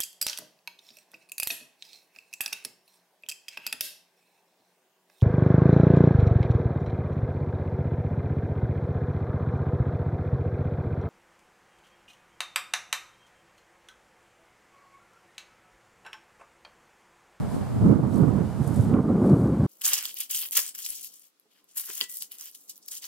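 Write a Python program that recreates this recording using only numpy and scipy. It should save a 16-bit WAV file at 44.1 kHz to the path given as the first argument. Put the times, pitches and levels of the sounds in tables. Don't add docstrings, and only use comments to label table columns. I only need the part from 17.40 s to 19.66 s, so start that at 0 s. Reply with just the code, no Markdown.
import sys
import numpy as np
from scipy import signal
from scipy.fft import rfft, irfft, next_fast_len
from scipy.io import wavfile
from scipy.ndimage import uniform_filter1d

SR = 44100
rng = np.random.default_rng(int(sys.argv[2]) if len(sys.argv) > 2 else 0)


def volts_from_db(level):
    exponent = np.asarray(level, float) / 20
    return 10 ** exponent


def dump(signal):
    limited = np.clip(np.atleast_2d(signal).T, -1, 1)
    pcm = np.round(limited * 32767).astype(np.int16)
    wavfile.write(sys.argv[1], SR, pcm)


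N = 99886


def rms_one(x):
    return x / np.sqrt(np.mean(x ** 2) + 1e-20)


def in_time(rows):
    s, *columns = np.transpose(rows)
    return [np.interp(np.arange(N) / SR, s, c) for c in columns]


def at_hz(points, hz):
    table_hz, values = np.transpose(points)
    return np.interp(np.log(hz), np.log(table_hz), values)


def drift(rate):
    r = np.exp(-80 * np.pi * rate / SR)
    slow = signal.lfilter([1], [1, -2 * r, r * r], rng.standard_normal(N // 40 + 2002))[2000:]
    return np.interp(np.arange(N) / 40, np.arange(len(slow)), rms_one(slow))


def coloured(x, spectrum, patchy_db, rate):
    size = next_fast_len(N)
    hz = np.maximum(np.arange(size // 2 + 1) * SR / size, 1)
    low, high = spectrum[0][0], spectrum[-1][0]
    skirts = 1 / np.sqrt((1 + (low / hz) ** 8) * (1 + (hz / high) ** 8))
    shaped = rfft(x, size) * volts_from_db(at_hz(spectrum, hz)) * skirts
    out = 0
    for centre in 2.0 ** np.arange(np.floor(np.log2(low)) - 1, np.log2(high) + 2):
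        octave = np.cos(np.pi / 2 * np.clip(np.log2(hz / centre), -1, 1)) ** 2
        out = out + irfft(shaped * octave, size)[..., :N] * volts_from_db(patchy_db * drift(rate))
    return rms_one(out)


# (frequency [Hz], likeness [0 to 1])
PORT_LIKENESS = [(300, 1), (2000, 0.88), (4500, 0.32), (9000, 0.077), (15000, 0.21)]


def air_pair():
    mid, side = rfft(rng.standard_normal((2, N)))
    alike = np.clip(at_hz(PORT_LIKENESS, np.maximum(np.arange(len(mid)) * SR / N, 1)), 0, 1)
    return irfft(np.sqrt(1 + alike) * mid + np.sqrt(1 - alike) * side * [[1], [-1]], N)


# (frequency [Hz], level [dB per Hz])
RUMBLE_SPECTRUM = [(41, -57), (70, -11.5), (107, -10.5), (150, -9), (200, -2), (300, -9.5), (700, -39.5),
                   (1000, -38)]
TILT_HZ, LOPSIDED = 157, 0.1


def buffeting(tilt_db):
    rumble = coloured(rng.standard_normal(N), RUMBLE_SPECTRUM, patchy_db=-0.9, rate=14.0)
    high = signal.sosfiltfilt(signal.butter(2, TILT_HZ, "high", fs=SR, output="sos"), rumble)
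    rumble = volts_from_db(tilt_db) * high + volts_from_db(-tilt_db) * (rumble - high)
    power = uniform_filter1d(uniform_filter1d(rumble ** 2, size=700), size=700) + 0.063
    rumble = rms_one(rumble / np.sqrt(power))
    return rms_one(rumble + LOPSIDED * (rumble ** 2 - 1))


# (time [s], level [dB], left port against the level
# [dB], tilt to higher pitch [dB])
GUSTS = [(0, -38, 7, -8), (.15, -31.5, -4.5, -0.5), (.28, -42.5, 5.5, -5.5), (.4, -24.5, -0.5, -6),
         (.45, -18.5, -2, -4), (.54, -19, -4.5, 2.5), (.7, -28.5, -3, 0.5), (.82, -19.5, -7, 3),
         (1.02, -26, -5.5, -3.5), (1.12, -35, -3, -5), (1.3, -22, -6, -2.5), (1.45, -23, 0, -6),
         (1.56, -19.5, -7, 4), (1.66, -24.5, 0.5, 5), (1.8, -22, -10.5, 2.5), (1.92, -16, 2, 3.5),
         (1.99, -22.5, -2, 4), (2.26, -21.5, -4, -1.5)]
# (time [s], depth [dB])
WIND_LULLS = [(0.089, -3), (0.11, -9), (0.181, -2), (0.297, -1), (0.356, -2), (0.391, -7.5), (0.551, -7.5),
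              (0.583, -9.5), (0.615, -5.5), (0.709, -2), (0.759, -0.5), (0.865, -5.5), (0.919, -5),
              (1.128, -2), (1.168, -2), (1.236, -9), (1.264, -10.5), (1.299, -7), (1.348, -10.5),
              (1.433, -3.5), (1.487, -3), (1.519, -3), (1.624, -8), (1.674, -6), (1.766, -2), (1.842, -0.5),
              (2.085, -1.5), (2.16, -3.5), (2.188, -8), (2.226, -2.5)]
# (frequency [Hz], level [dB per Hz])
SWELL_SPECTRUM = [(20, -15), (45, -19.5), (80, -10), (120, 1)]
# (frequency [Hz], level [dB per Hz])
RUSH_SPECTRUM = [(350, 3), (550, -5), (800, -13), (1200, -15), (1500, -22), (1750, -38), (2300, -35.5),
                 (2700, -62)]
LULL_S, BED_DB, PUSHED_ASIDE = 0.0089, -1, 0.31
SWELL_DB, SWELL_FOLLOWS = -9.5, 0.58
RUSH_DB, RUSH_FOLLOWS, EDDY_RUSH = -13, 0.83, 0.35


def wind():
    level_db, left_db, tilt_db = in_time(GUSTS)
    t = np.arange(N) / SR
    lull_db = sum(db * np.exp(-.5 * ((t - s) / LULL_S) ** 2) for s, db in WIND_LULLS)
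    throb, size, present = eddies()
    aside = 1 - PUSHED_ASIDE * present
    ports = []
    for port, port_db in enumerate((level_db + left_db, level_db + 6.5)):
        bed_db = port_db + BED_DB + lull_db + 1.1 * drift(33)
        effort_db = 20 * np.log10(volts_from_db(bed_db) + EDDY_RUSH * size[port])
        rumble = buffeting(tilt_db)
        swell = coloured(rng.standard_normal(N), SWELL_SPECTRUM, patchy_db=-0.5, rate=12.4)
        rush = coloured(rng.standard_normal(N), RUSH_SPECTRUM, patchy_db=1.2, rate=4.4)
        flutter_db = 1.8 * drift(45)
        rush_db = RUSH_DB - 24.0 + RUSH_FOLLOWS * (effort_db + 24.0) + 0.57 * tilt_db + flutter_db
        swell_db = SWELL_DB - 15.5 + SWELL_FOLLOWS * (effort_db + 16.5) - 0.19 * tilt_db
        bed = volts_from_db(bed_db) * aside * rumble
        ports.append(bed + throb[port] + volts_from_db(swell_db) * swell + volts_from_db(rush_db) * rush)
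    return np.array(ports)


# (time [s], level [dB])
TREES_LEVEL = [(0, -59.5), (.5, -61), (.6, -65), (.75, -61.5), (1.1, -61), (1.5, -60.5), (1.58, -66),
               (1.72, -65), (1.85, -63), (2.1, -64), (2.26, -62)]
# (frequency [Hz], level [dB per Hz])
LEAF_SPECTRUM = [(1470, 4), (2500, -44), (2890, -3), (4970, -2.5), (5320, -5), (5740, -6), (8280, -2.5),
                 (11200, -7), (15500, -13.5)]
# (frequency [Hz], level [dB per Hz])
ROAR_SPECTRUM = [(180, -59), (300, -37.5), (428, -9), (476, -12), (694, -10), (841, -12), (3000, -35.5),
                 (3900, -53), (6600, -120)]
LEAF_HISS_DB, FAR_ROAR_DB = 5, 17.5


def trees():
    level_db, = in_time(TREES_LEVEL)
    hiss = volts_from_db(LEAF_HISS_DB) * coloured(air_pair(), LEAF_SPECTRUM, patchy_db=.35, rate=12)
    roar = volts_from_db(FAR_ROAR_DB) * coloured(air_pair(), ROAR_SPECTRUM, patchy_db=.7, rate=12)
    return volts_from_db(level_db) * (hiss + roar)


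# (time [s], peak [dB], lean [-1 right to 1 left], pitch [Hz])
STRONG_EDDIES = [(0.145, -21, 0.3, 145), (0.211, -21, -0.49, 98), (0.382, -24, -0.2, 124),
                 (0.432, -16.5, 0.97, 118), (0.461, -6.5, -0.066, 178), (0.498, -10, -0.88, 220),
                 (0.51, -13.5, -0.45, 142), (0.527, -12, -0.89, 260), (0.56, -16, -1.1, 185),
                 (0.597, -16, 0.14, 167), (0.636, -17, -0.91, 143), (0.752, -21, -1.1, 194),
                 (0.808, -13, -0.7, 209), (0.828, -12.5, -0.26, 127), (0.841, -27, -0.01, 135),
                 (0.875, -13.5, -1.3, 137), (0.909, -16.5, -0.76, 183), (0.958, -16, -0.77, 155),
                 (0.987, -14.5, -1.15, 113), (1.009, -15.5, -0.5, 178), (1.152, -26, -0.09, 115),
                 (1.204, -21, -0.4, 178), (1.216, -15.5, -0.59, 134), (1.248, -20, -1.2, 145),
                 (1.277, -21, -1.3, 140), (1.308, -19, -0.33, 110), (1.332, -20, -0.9, 134),
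                 (1.4, -10.5, -0.83, 124.5), (1.452, -20, 0.24, 129), (1.503, -17, 0.2, 188),
                 (1.544, -10.5, -0.57, 216), (1.57, -21, -0.09, 188), (1.604, -15, -1.1, 147),
                 (1.646, -23, -1.1, 155), (1.683, -18, -1.1, 204), (1.704, -15.5, -1.25, 253),
                 (1.721, -15.5, 1, 216.4), (1.754, -11.5, 1, 180), (1.78, -15.5, -0.57, 195),
                 (1.82, -12, -1.1, 194), (1.851, -17, -0.79, 195), (1.91, -23, 1, 178),
                 (1.937, -6, -0.17, 139), (2.002, -19, -0.31, 195), (2.014, -21, -0.74, 167),
                 (2.043, -17, 0.72, 156), (2.121, -20.5, -0.54, 169), (2.135, -21, -0.54, 223),
                 (2.201, -12, -0.49, 122), (2.254, -13, -0.47, 114)]
EDDY_CYCLES, EDDY_SCATTER, EDDY_PEAKY = .8, 0.79, 0.28
LOW_EDDY_DB_PER_OCTAVE = 4


def eddies():
    t = np.arange(N) / SR
    throb, size, present = np.zeros((2, N)), np.zeros((2, N)), np.zeros(N)
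    phases = rng.normal(0, EDDY_SCATTER, len(STRONG_EDDIES))
    for (s, db, lean, hz), phase in zip(STRONG_EDDIES, phases):
        near = slice(max(int((s - .05) * SR), 0), int((s + .05) * SR))
        bell = np.exp(-.5 * ((t[near] - s) * hz / EDDY_CYCLES) ** 2)
        peak_db = db + LOW_EDDY_DB_PER_OCTAVE * min(np.log2(hz / 190), 0)
        balance = 1 + np.clip(lean, -1, 1) * np.array([[1], [-1]])
        height = volts_from_db(peak_db) * bell * balance
        turn = 2 * np.pi * hz * (t[near] - s) + phase
        throb[:, near] += height * (np.cos(turn) + EDDY_PEAKY * np.cos(2 * turn))
        size[:, near] += height
        present[near] = np.maximum(present[near], bell)
    return throb, size, present


# (time [s], level [dB], rise [s], fall [s])
GRASS_SWEEPS = [
    (.15, -56, 0.048, 0.037),
    (.752, -54.5, 0.034, 0.056),
    (1.275, -55, 0.046, 0.021),
    (1.37, -51.5, 0.05, 0.028),
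    (1.42, -55, 0.017, .055),
    (1.88, -57.5, 0.04, 0.034),
    (1.99, -59, 0.051, 0.066),
]
# (frequency [Hz], level [dB per Hz])
GRASS_SPECTRUM = [(1470, -26), (2500, -9), (2660, -20), (3310, -0.5), (5780, -1.5), (8800, 4.5),
                  (13100, -1), (15500, -24)]
BLADES_PER_S, SMOOTH_SHARE = 1300, 0.78


def steps():
    t = np.arange(N) / SR
    sweep = 0
    for s, db, rise, fall in GRASS_SWEEPS:
        sweep = sweep + volts_from_db(db) * np.exp(-.5 * ((t - s) / np.where(t < s, rise, fall)) ** 2)
    struck = rng.random(N) < BLADES_PER_S / SR
    strength = volts_from_db(1.2 * np.minimum(rng.exponential(1, N), 5))
    blades = struck * strength * rng.choice([-1, 1], N)
    source = SMOOTH_SHARE * rms_one(air_pair()) + np.sqrt(1 - SMOOTH_SHARE ** 2) * rms_one(blades)
    return sweep * volts_from_db(0.89 * drift(90)) * coloured(source, GRASS_SPECTRUM, patchy_db=2.5, rate=140)


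# (time [s], peak [dB], pitch [Hz], decay by 60 dB [s])
STEM_SNAPS = [(.744, -44, 5500, .025), (0.758, -36.5, 8400, .02), (1.228, -48, 7700, .012),
              (1.273, -46, 7000, .01), (1.2758, -31, 9300, 0.014), (1.285, -48, 9000, .01),
              (1.308, -49, 9000, .01), (1.3395, -49, 9000, .008), (1.37, -55, 8500, .015),
              (1.395, -49, 8500, .015), (1.433, -50, 8500, .01), (1.36, -45, 9000, .02),
              (1.409, -39, 8500, 0.016), (1.5394, -29.5, 1440, 0.0015), (1.8975, -40.5, 4800, 0.0045),
              (1.99, -53, 9000, .01), (2.074, -46, 6000, .005), (2.205, -30, 685, 0.037)]
SNAP_RISE_S, STEM_RING = 0.00019, 1.9


def snaps():
    out, t = np.zeros((2, N)), np.arange(1024) / SR
    noises = rng.standard_normal((len(STEM_SNAPS), 3, 1024))
    for (s, db, hz, t60), noise in zip(STEM_SNAPS, noises):
        nearly_alike = noise[0] + 0.14 * noise[1:]
        burst = nearly_alike * volts_from_db(-60 * t / t60) * (1 - np.exp(-t / SNAP_RISE_S))
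        burst[:, int(SR / hz)] += (4500 / hz) ** 2
        edges = [max(hz / 3, hz - 4500), min(hz * 2.3, hz + 5200)]
        burst = signal.sosfilt(signal.butter(5, edges, "band", fs=SR, output="sos"), burst)
        burst = burst + STEM_RING * signal.lfilter(*signal.iirpeak(hz, 4.5, fs=SR), burst)
        i = int(s * SR)
        out[:, i:i + 1024] += volts_from_db(db) * burst / np.abs(burst).max()
    return out


def scene():
    return wind() + trees() + steps() + snaps()


def roll_off(x):
    return signal.sosfilt(signal.butter(12, 15620, fs=SR, output="sos"), x)


# (time [s], side gain in the bass [x], side gain in the treble [x])
STEREO_WIDTH = [(0, 1.74, 0.74), (.3, 1.8, 0.89), (.45, 0.84, 1.1), (.7, 0.86, 0.89), (1.2, 0.73, 1.07),
                (1.5, 0.53, 0.7), (1.58, 0.23, 0.34), (1.75, 0.14, 0.052), (1.9, 0, 0.029),
                (2.18, 0.0031, 0), (2.26, 0.028, 0)]
TOP_HZ, WIDTH_SPLIT_HZ, CEILING = 15600, 3000, .85


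def record(dry):
    x = signal.sosfilt(signal.butter(3, 40, "high", fs=SR, output="sos"), dry)
    x = signal.sosfilt(signal.cheby2(24, 60, TOP_HZ + 300, fs=SR, output="sos"), x)
    bass_width, treble_width = in_time(STEREO_WIDTH)
    mid, side = (x[0] + x[1]) / 2, (x[0] - x[1]) / 2
    treble = signal.sosfiltfilt(signal.butter(1, WIDTH_SPLIT_HZ, "high", fs=SR, output="sos"), side)
    side = bass_width * (side - treble) + treble_width * treble
    x = mid + side * [[1], [-1]]
    return roll_off(CEILING * np.tanh(x / CEILING))


dry = scene()
out = record(dry)
dump(out)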